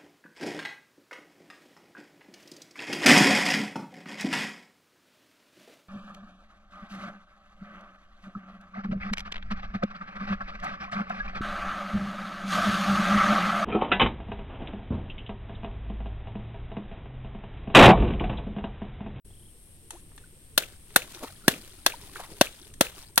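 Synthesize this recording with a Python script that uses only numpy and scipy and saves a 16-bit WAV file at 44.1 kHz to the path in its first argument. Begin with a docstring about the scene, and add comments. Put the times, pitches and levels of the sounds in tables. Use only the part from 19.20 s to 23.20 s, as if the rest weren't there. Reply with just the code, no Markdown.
"""Clubbing wet stalks in shallow water

A wooden club whacks a wet bundle of stalks seven times, close by. Each blow cracks the stalks,
shoves the water and throws spray that patters back; something far off returns an echo.
Between blows the bundle is turned and sloshes. Two insects buzz on the bank, and a distant bird
calls once over the low rumble of the open air."""
import sys
import numpy as np
from scipy import signal
from scipy.fft import rfft, irfft, next_fast_len
from scipy.io import wavfile
from scipy.ndimage import map_coordinates

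SR = 44100
rng = np.random.default_rng(int(sys.argv[2]) if len(sys.argv) > 2 else 0)


def put_to_file(sound):
    """Save the sound as 16-bit audio at rate SR, in the file named by the first command-line argument."""
    columns = np.atleast_2d(sound).T  # one column per channel
    safe = np.clip(columns, -1, 1)
    whole_steps = np.round(safe * 32767)
    wavfile.write(sys.argv[1], SR, whole_steps.astype(np.int16))


N = 176400  # 4 seconds
TOP_HZ = 15900

ATTACK_S, HOLD_S, LEAD_S = 0.00067, 0.0015, 0.0022  # lead: the light touch before the full hit
# Blows of the club: (time [s], water push [dB], air pocket [dB], pocket pitch [Hz],
# wood knock [dB], club pitch [Hz], stalk crack [dB], wet slap [dB])
CLUB_BLOWS = [(1.377, -15.5, -15, 586, -21, 1393, -14.5, -17.5),
              (1.7603, -11, -14, 540, -13, 1483, -15.5, -13), (2.2798, -2, -23, 510, -15.5, 1697, -16, -18),
              (2.6626, -15.5, -14, 714, -16.5, 1622, -15.5, -20),
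              (3.2110, -1, -1.5, 579, -16.5, 1535, -13.5, -19.5),
              (3.6090, -4, -6, 552, -22, 1348, -15, -17),
              (3.9766, -15.5, -18.5, 505, -16.5, 1362, -15, -14.5)]
def blows():
    """The club rings, crushes the stalks and shoves the water, which springs back on trapped air."""
    out, t = np.zeros((2, N)), np.arange(SR // 10) / SR - LEAD_S
    push_t = t - 0.00215  # the push peaks just after the hit
    pocket_t = np.maximum(push_t + 0.000065, 0)  # the air starts to ring just before that
    crush = hit_shape(t, fade_s=0.032)
    for s, push_db, pocket_db, pocket_hz, knock_db, club_hz, crack_db, slap_db in CLUB_BLOWS:
        push_shape = np.exp(-abs(push_t) / 0.0011) * ramp(t + LEAD_S, LEAD_S)
        push = amp(push_db) * np.cos(2 * np.pi * 0.52 * pocket_hz * push_t) * push_shape
        pocket = amp(pocket_db) * np.sin(2 * np.pi * pocket_hz * pocket_t) * fade(pocket_t, 0.019)
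        # The club's own note shifts with the point of contact.
        ring = amp(knock_db + 4) * np.sin(2 * np.pi * club_hz * t) * hit_shape(t, fade_s=0.023)
        hit = band(push - pocket, 122.6, 5500) + ring
        for low_hz, high_hz, db in [(610, 2210, knock_db), (2490, 5740, crack_db), (7500, 15000, slap_db)]:
            burst = band(stalks(crush), low_hz, high_hz)
            hit = hit + amp(db) * burst * np.linalg.norm(crush) / np.linalg.norm(burst.mean(0))
        add(out, s - LEAD_S, hit)
    return out


def hit_shape(t, fade_s):
    """Loudness of one hit: a light touch, a fast rise, a short hold and a fade."""
    touch = amp(-24) * (t < ATTACK_S) * (1 + t / LEAD_S)
    return touch + ramp(t, ATTACK_S) * fade(np.maximum(t - HOLD_S, 0), fade_s)


# Where club and bundle ring: (pitch [Hz], width [Hz], level [dB])
WOOD_RINGS = [(805, 820, 5), (1820, 285, 6), (2700, 250, 4.5), (3507, 790, 7), (4210, 175, 3),
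              (6230, 250, 5), (9690, 3530, 14), (11800, 1500, -12)]
def stalks(loudness):
    """A burst of tiny breaks rings in the club and the bundle."""
    breaks = rng.standard_normal((2, len(loudness))) * loudness
    return spread(filtered(breaks, lambda f: amp(-12.5) + resonances(WOOD_RINGS)(f)))


def echo():
    """The sharp start of each blow comes back from afar as one short tick."""
    out, t = np.zeros(N), np.arange(-SR // 100, SR // 100) / SR
    delay_s, pitch_hz = 0.0603, 2550
    tick = np.sin(2 * np.pi * pitch_hz * t) * np.exp(-(t / 0.00081) ** 2)
    for s, *_, crack_db, slap_db in CLUB_BLOWS:
        add(out, s + delay_s + t[0], amp(crack_db - 11.5) * tick)
    return out


# Tone of the flying spray: (frequency [Hz], level [dB])
SPRAY_TONE = [(200, -8), (520, 9), (970, -4.5), (1500, 4.5), (2200, 0.5), (3500, 3), (5000, -8.5),
              (9600, -5), (16000, -12)]
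def spray():
    """Each blow throws up a sheet of water that tears apart with a hiss."""
    t = clock()
    thrown = sum(ramp(t - s, 0.0005) * fade(abs(t - s), 0.27) for s, *_ in CLUB_BLOWS)
    tearing = crackle(N, per_s=6000, size_db=3.2) * amp(2 * wobble(130))
    return amp(-29.5) * thrown * unit(spread(filtered(tearing, tone(SPRAY_TONE))))


# Clumps of falling drops: (time [s], level [dB], spread [s])
DROP_SHOWERS = [(1.532, -58, 0.025), (1.981, -52, 0.17), (2.418, -52.5, 0.11), (2.96, -53, 0.29),
                (3.4, -54, 0.072), (3.801, -50, 0.063)]
# Tone of drops and froth: (frequency [Hz], level [dB])
PATTER_TONE = [(200, -36), (500, -4), (1500, -5.5), (2400, -4), (3700, -3.5), (6000, -10.5), (10000, -5),
               (16000, -16)]
def falling_drops():
    """The spray falls back in clumps of drops, while small waves lap and gurgle."""
    t = clock()
    falling = np.sqrt(sum(amp(2 * db) * np.exp(-((t - s) / width) ** 2) for s, db, width in DROP_SHOWERS))
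    spatter = crackle(N, per_s=2600, size_db=3.8) * amp(2 * wobble(35) + 2.2 * wobble(140))
    patter = unit(spread(filtered(spatter, tone(PATTER_TONE))))
    ticks = amp(-8) * bubble_swarm(N, hz=4030, per_s=60, octaves=0.32)
    # Drips and laps carry on faintly between showers.
    drips = amp(-10.5) * (falling + amp(-72)) * bubble_swarm(N, hz=1457, per_s=95, octaves=0.563)
    laps = bubble_swarm(N, hz=346.4, per_s=45, octaves=0.21, cycles=5.3)
    return falling * (patter + ticks) + drips + amp(-12.5) * (falling + amp(-56)) * laps


# Moves of the bundle in the water: (time [s], level [dB], rough spread [s], bubble pitch [Hz])
BUNDLE_MOVES = [(0.735, -51, 0.0072, 900), (1.948, -43, 0.006, 3500), (1.975, -49.5, 0.0088, 1530),
                (2.038, -33.5, 0.0088, 740), (2.014, -53, 0.0076, 1070), (2.079, -42.5, 0.008, 2030),
                (2.335, -42.5, 0.047, 271), (2.967, -42, 0.014, 2320), (3.003, -35.5, 0.0069, 1075),
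                (3.042, -44.5, 0.017, 1223), (3.118, -44, 0.013, 404)]
def sloshes():
    """Turning the bundle stirs up swarms of bubbles and some froth."""
    out, n = np.zeros((2, N)), SR // 4
    t = np.arange(n) / SR
    middle_s = t[-1] / 2
    for s, db, width, hz in BUNDLE_MOVES:
        swell = np.exp(-abs(t - middle_s) / (1.29 * width))
        froth = unit(spread(filtered(crackle(n, per_s=5800, size_db=3.0), tone(PATTER_TONE))))
        bubbles = bubble_swarm(n, hz, per_s=1000, octaves=0.554, cycles=1.66)
        water = swell * (bubbles + amp(-4.5) * froth)
        add(out, s - middle_s, amp(db) * unit(water) * rms(swell))
    return out


# Bubbles heard one by one; the first row is the ring of a stalk tap and the row at 1.039 s a small tick #
# before the blows: (time [s], level [dB], pitch [Hz], pitch rise [Hz/s], time to peak [s])
BIG_BUBBLES = [(.7055, -41, 930, -9000, 0.0028), (.729, -48, 335, 500, 0.016),
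               (.742, -49.5, 490, 20000, 0.011), (1.039, -49, 1480, 2998.5, 0.0026),
               (2.031, -34.5, 246, 1998, 0.0063), (2.032, -40, 654, 3000, 0.0046),
               (2.043, -37, 900, 5000, 0.0033), (2.237, -50.5, 1295, 8000, 0.0096),
               (2.738, -34.5, 895, 8005, 0.0032), (2.959, -27, 1420, 9000, 0.00086)]
def big_bubbles():
    """A few large bubbles plop as the bundle turns; the first row is instead the short, falling ring of the
    stalk tap at 0.706 s, and the row at 1.039 s is a small tick before the blows."""
    out, t = np.zeros(N), np.arange(SR // 4) / SR
    for s, db, hz, rise, peak_s in BIG_BUBBLES:
        cut_tail = np.exp(-(t / (4 * peak_s)) ** 4)
        add(out, s, amp(db) * bubble(t, hz, rise, peak_s) * cut_tail)
    return out


def bubble(t, hz, rise, peak_s):
    """A bubble rings and rises in pitch as it nears the surface."""
    return np.sin(2 * np.pi * (hz * t + rise * t * t / 2)) * t / peak_s * np.exp(1 - t / peak_s)


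def bubble_swarm(n, hz, per_s, octaves, cycles=2.1):
    """Small bubbles ring at random around one pitch, each loudest after `cycles` vibrations."""
    count, t = max(int(per_s * n / SR), 1), np.arange(SR // 40) / SR
    starts, chance = rng.integers(0, n, (count, 1)), rng.standard_normal((count, 2))
    pitch = np.minimum(hz * 2 ** (octaves * chance[:, :1]), TOP_HZ / 2)
    gain = amp(4 * np.minimum(chance[:, 1:], 1))
    peak_s = cycles / pitch
    rings = gain * bubble(t, pitch, 0.02 * pitch / peak_s, peak_s) * (1 - t / t[-1])
    places = (starts + np.arange(len(t))) % n
    return unit(np.bincount(places.ravel(), rings.ravel(), n))


# Small snaps and taps: (time [s], level [dB], brightness [dB/octave])
STALK_TAPS = [(.105, -56, -30), (0.7058, -31.5, -3), (.916, -54.5, -22), (0.962, -47, 14),
              (0.978, -42, -9.5), (1.704, -48.5, -9.5), (3.538, -43, -3), (3.958, -32.5, 7)]
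def taps():
    """Light touches make the stalks snap, each with a faint tail."""
    out, t = np.zeros((2, N)), np.arange(SR // 10) / SR
    loudness = ramp(t, ATTACK_S) * fade(t, 0.027) + amp(-22) * fade(t, 0.87)
    for s, db, brightness in STALK_TAPS:
        snap = band(stalks(loudness), 1280, 10000)
        tap = filtered(snap, lambda f: amp(brightness * np.log2((f + 500) / 3000)))
        add(out, s, amp(db) * unit(tap) * rms(loudness))
    return out


# Where the first insect's wings ring: (pitch [Hz], width [Hz], level [dB])
TRILL_WINGS = [(5450, 350, -18.5), (8300, 350, -6), (8580, 166, 1.5), (11500, 380, -10)]
def trilling_insect():
    """One insect rubs its wings without a pause."""
    return amp(-62) * buzz(TRILL_WINGS, strokes_per_s=138, left_db=6.5)


# Where the second insect's wings ring: (pitch [Hz], width [Hz], level [dB])
CHIRP_WINGS = [(10690, 390, 0)]
# Its chirps: (start [s], end [s])
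CHIRP_TIMES = [(-.08, 0.1), (0.13, 0.34), (0.36, 0.58), (0.624, 0.85), (.97, 1.04), (1.57, 1.71),
               (2.064, 2.217), (2.52, 3.3), (3.347, 3.505)]
def chirping_insect():
    """The other insect buzzes in chirps that swell and fade."""
    t = clock()
    chirps = sum(ramp(t - start, 0.059) * ramp(end - t, 0.023) for start, end in CHIRP_TIMES)
    return amp(-67) * chirps * buzz(CHIRP_WINGS, strokes_per_s=112, left_db=17.5)


def buzz(rings, strokes_per_s, left_db):
    """Fast, even strokes and some rasp make an insect's wings ring."""
    stroke_count = np.cumsum(strokes_per_s * (1 + 0.003 * wobble(6))) / SR
    strokes = unit(np.diff(np.floor(stroke_count), prepend=0))
    rasp = 0.8 * rng.standard_normal((2, N))
    wing = lambda f: sum(amp(db) * resonances([(hz, 1.5 * width, 0)])(f) ** 2 for hz, width, db in rings)
    return unit(filtered(strokes + rasp, wing)) * amp([[left_db / 2], [-left_db / 2]])


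def bird():
    """A distant bird gives a quick run of seven rising notes."""
    out, t = np.zeros(N), np.arange(SR // 40) / SR
    rise_hz_per_s = 30300
    for s in 0.098 + 0.03 * np.arange(7):
        hz = 2850 * rng.normal(1, 0.025)
        note = np.sin(2 * np.pi * (hz * t + rise_hz_per_s * t * t / 2))
        add(out, s, amp(-60) * np.hanning(len(t)) * note)
    return out


# Tones of the outdoor rumble and hiss: (frequency [Hz], level [dB])
RUMBLE_TONE = [(20, -0.5), (100, -7), (200, -14.5), (350, -22.5), (550, -27), (1200, -59), (4000, -83)]
HISS_TONE = [(200, -11), (700, 1), (1400, -4), (3200, 0.5), (4400, -4), (6400, -7), (9800, 4.5),
             (13000, -9.5), (16000, -7.5)]
def outdoors():
    """The open air rumbles and hisses faintly, both wavering a little in level."""
    shared, side = filtered(rng.standard_normal((2, N)), tone(RUMBLE_TONE))
    rumble = unit(np.array([shared + 0.43 * side, shared - 0.054 * side])) * amp(-52.5 + 1.2 * wobble(7))
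    hiss = amp(-61.5 + 1.2 * wobble(0.43)) * unit(filtered(rng.standard_normal((2, N)), tone(HISS_TONE)))
    return rumble + hiss


def amp(db):
    """Turn decibels into a gain."""
    return 10 ** (np.asarray(db) / 20)


def rms(x):
    """Average strength of a signal."""
    return np.sqrt(np.mean(x ** 2) + 1e-20)


def unit(x):
    """Scale to an average strength of 1."""
    return x / rms(x)


def clock():
    """Time of every sample."""
    return np.arange(N) / SR


def ramp(t, seconds):
    """Rise from 0 to 1 in this many seconds."""
    return np.clip(t / seconds, 0, 1)


def fade(t, seconds):
    """Fall by 60 dB in this many seconds."""
    return amp(-60 * t / seconds)


def tone(points):
    """A gain curve through (frequency, level) points."""
    hz, db = np.transpose(points)
    return lambda f: amp(np.interp(np.log(f + 1), np.log(hz), db))


def resonances(rings):
    """A gain curve that rings at each (pitch, width, level)."""
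    return lambda f: sum(amp(db) * 1j * f * w / (hz * hz - f * f + 1j * f * w) for hz, w, db in rings)


def filtered(x, curve):
    """Shape the frequencies of x with a gain curve."""
    n = x.shape[-1]
    padded = next_fast_len(n + 4096)
    return irfft(rfft(x, padded) * curve(np.fft.rfftfreq(padded, 1 / SR)), padded)[..., :n]


def band(x, low_hz, high_hz):
    """Keep what lies between two frequencies."""
    return signal.sosfilt(signal.butter(3, [low_hz, high_hz], 'band', fs=SR, output='sos'), x)


def wobble(per_s):
    """A smooth random curve."""
    return map_coordinates(rng.standard_normal(int(N * per_s / SR) + 4), [clock() * per_s])


def crackle(n, per_s, size_db):
    """Two streams of random clicks of very unequal size."""
    clicks = (rng.random((2, n)) < per_s / SR) * rng.standard_normal((2, n))
    return unit(clicks * amp(size_db * np.minimum(rng.exponential(size=(2, n)), 3)))


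def spread(pair):
    """Make left and right: alike in the bass, less so in the treble."""
    side = filtered(pair[1], lambda f: amp(-0.5) * f / np.hypot(f, 2400))
    return np.array([pair[0] + side, pair[0] - side])


def add(out, s, x):
    """Mix x into out at time s."""
    i = max(round(s * SR), 0)
    out[..., i:i + x.shape[-1]] += x[..., :max(N - i, 0)]


# How much louder the work is on the left: (frequency [Hz], left over right [dB])
LEFT_BALANCE = [(100, 1.5), (500, 0.5), (800, 4), (1200, -1.5), (1800, -1), (2700, -0.5), (4200, 8),
                (6400, 12), (9800, -2.5), (15000, 8.5)]
def scene():
    """The work reaches two microphones with a different tone and a slight lag; the bank sounds join it."""
    work = blows() + echo() + spray() + falling_drops() + sloshes() + big_bubbles() + taps()
    sides, left_lag_s = np.array([[0.5], [-0.5]]), 0.00008
    mics = lambda f: tone(LEFT_BALANCE)(f) ** sides * np.exp(-2j * np.pi * f * left_lag_s * sides)
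    return filtered(work, mics) + trilling_insect() + chirping_insect() + bird() + outdoors()


def record(dry):
    """The sound opens after a brief hush, its highest peaks are rounded off and the top treble is cut."""
    opened = dry * np.clip((clock() - 0.05) / 0.005 + 1, 0.03, 1)
    rounded = opened / (1 + abs(opened / 0.94) ** 8) ** (1 / 8)
    return filtered(rounded, lambda f: f < TOP_HZ)


dry = scene()
out = record(dry)
put_to_file(out)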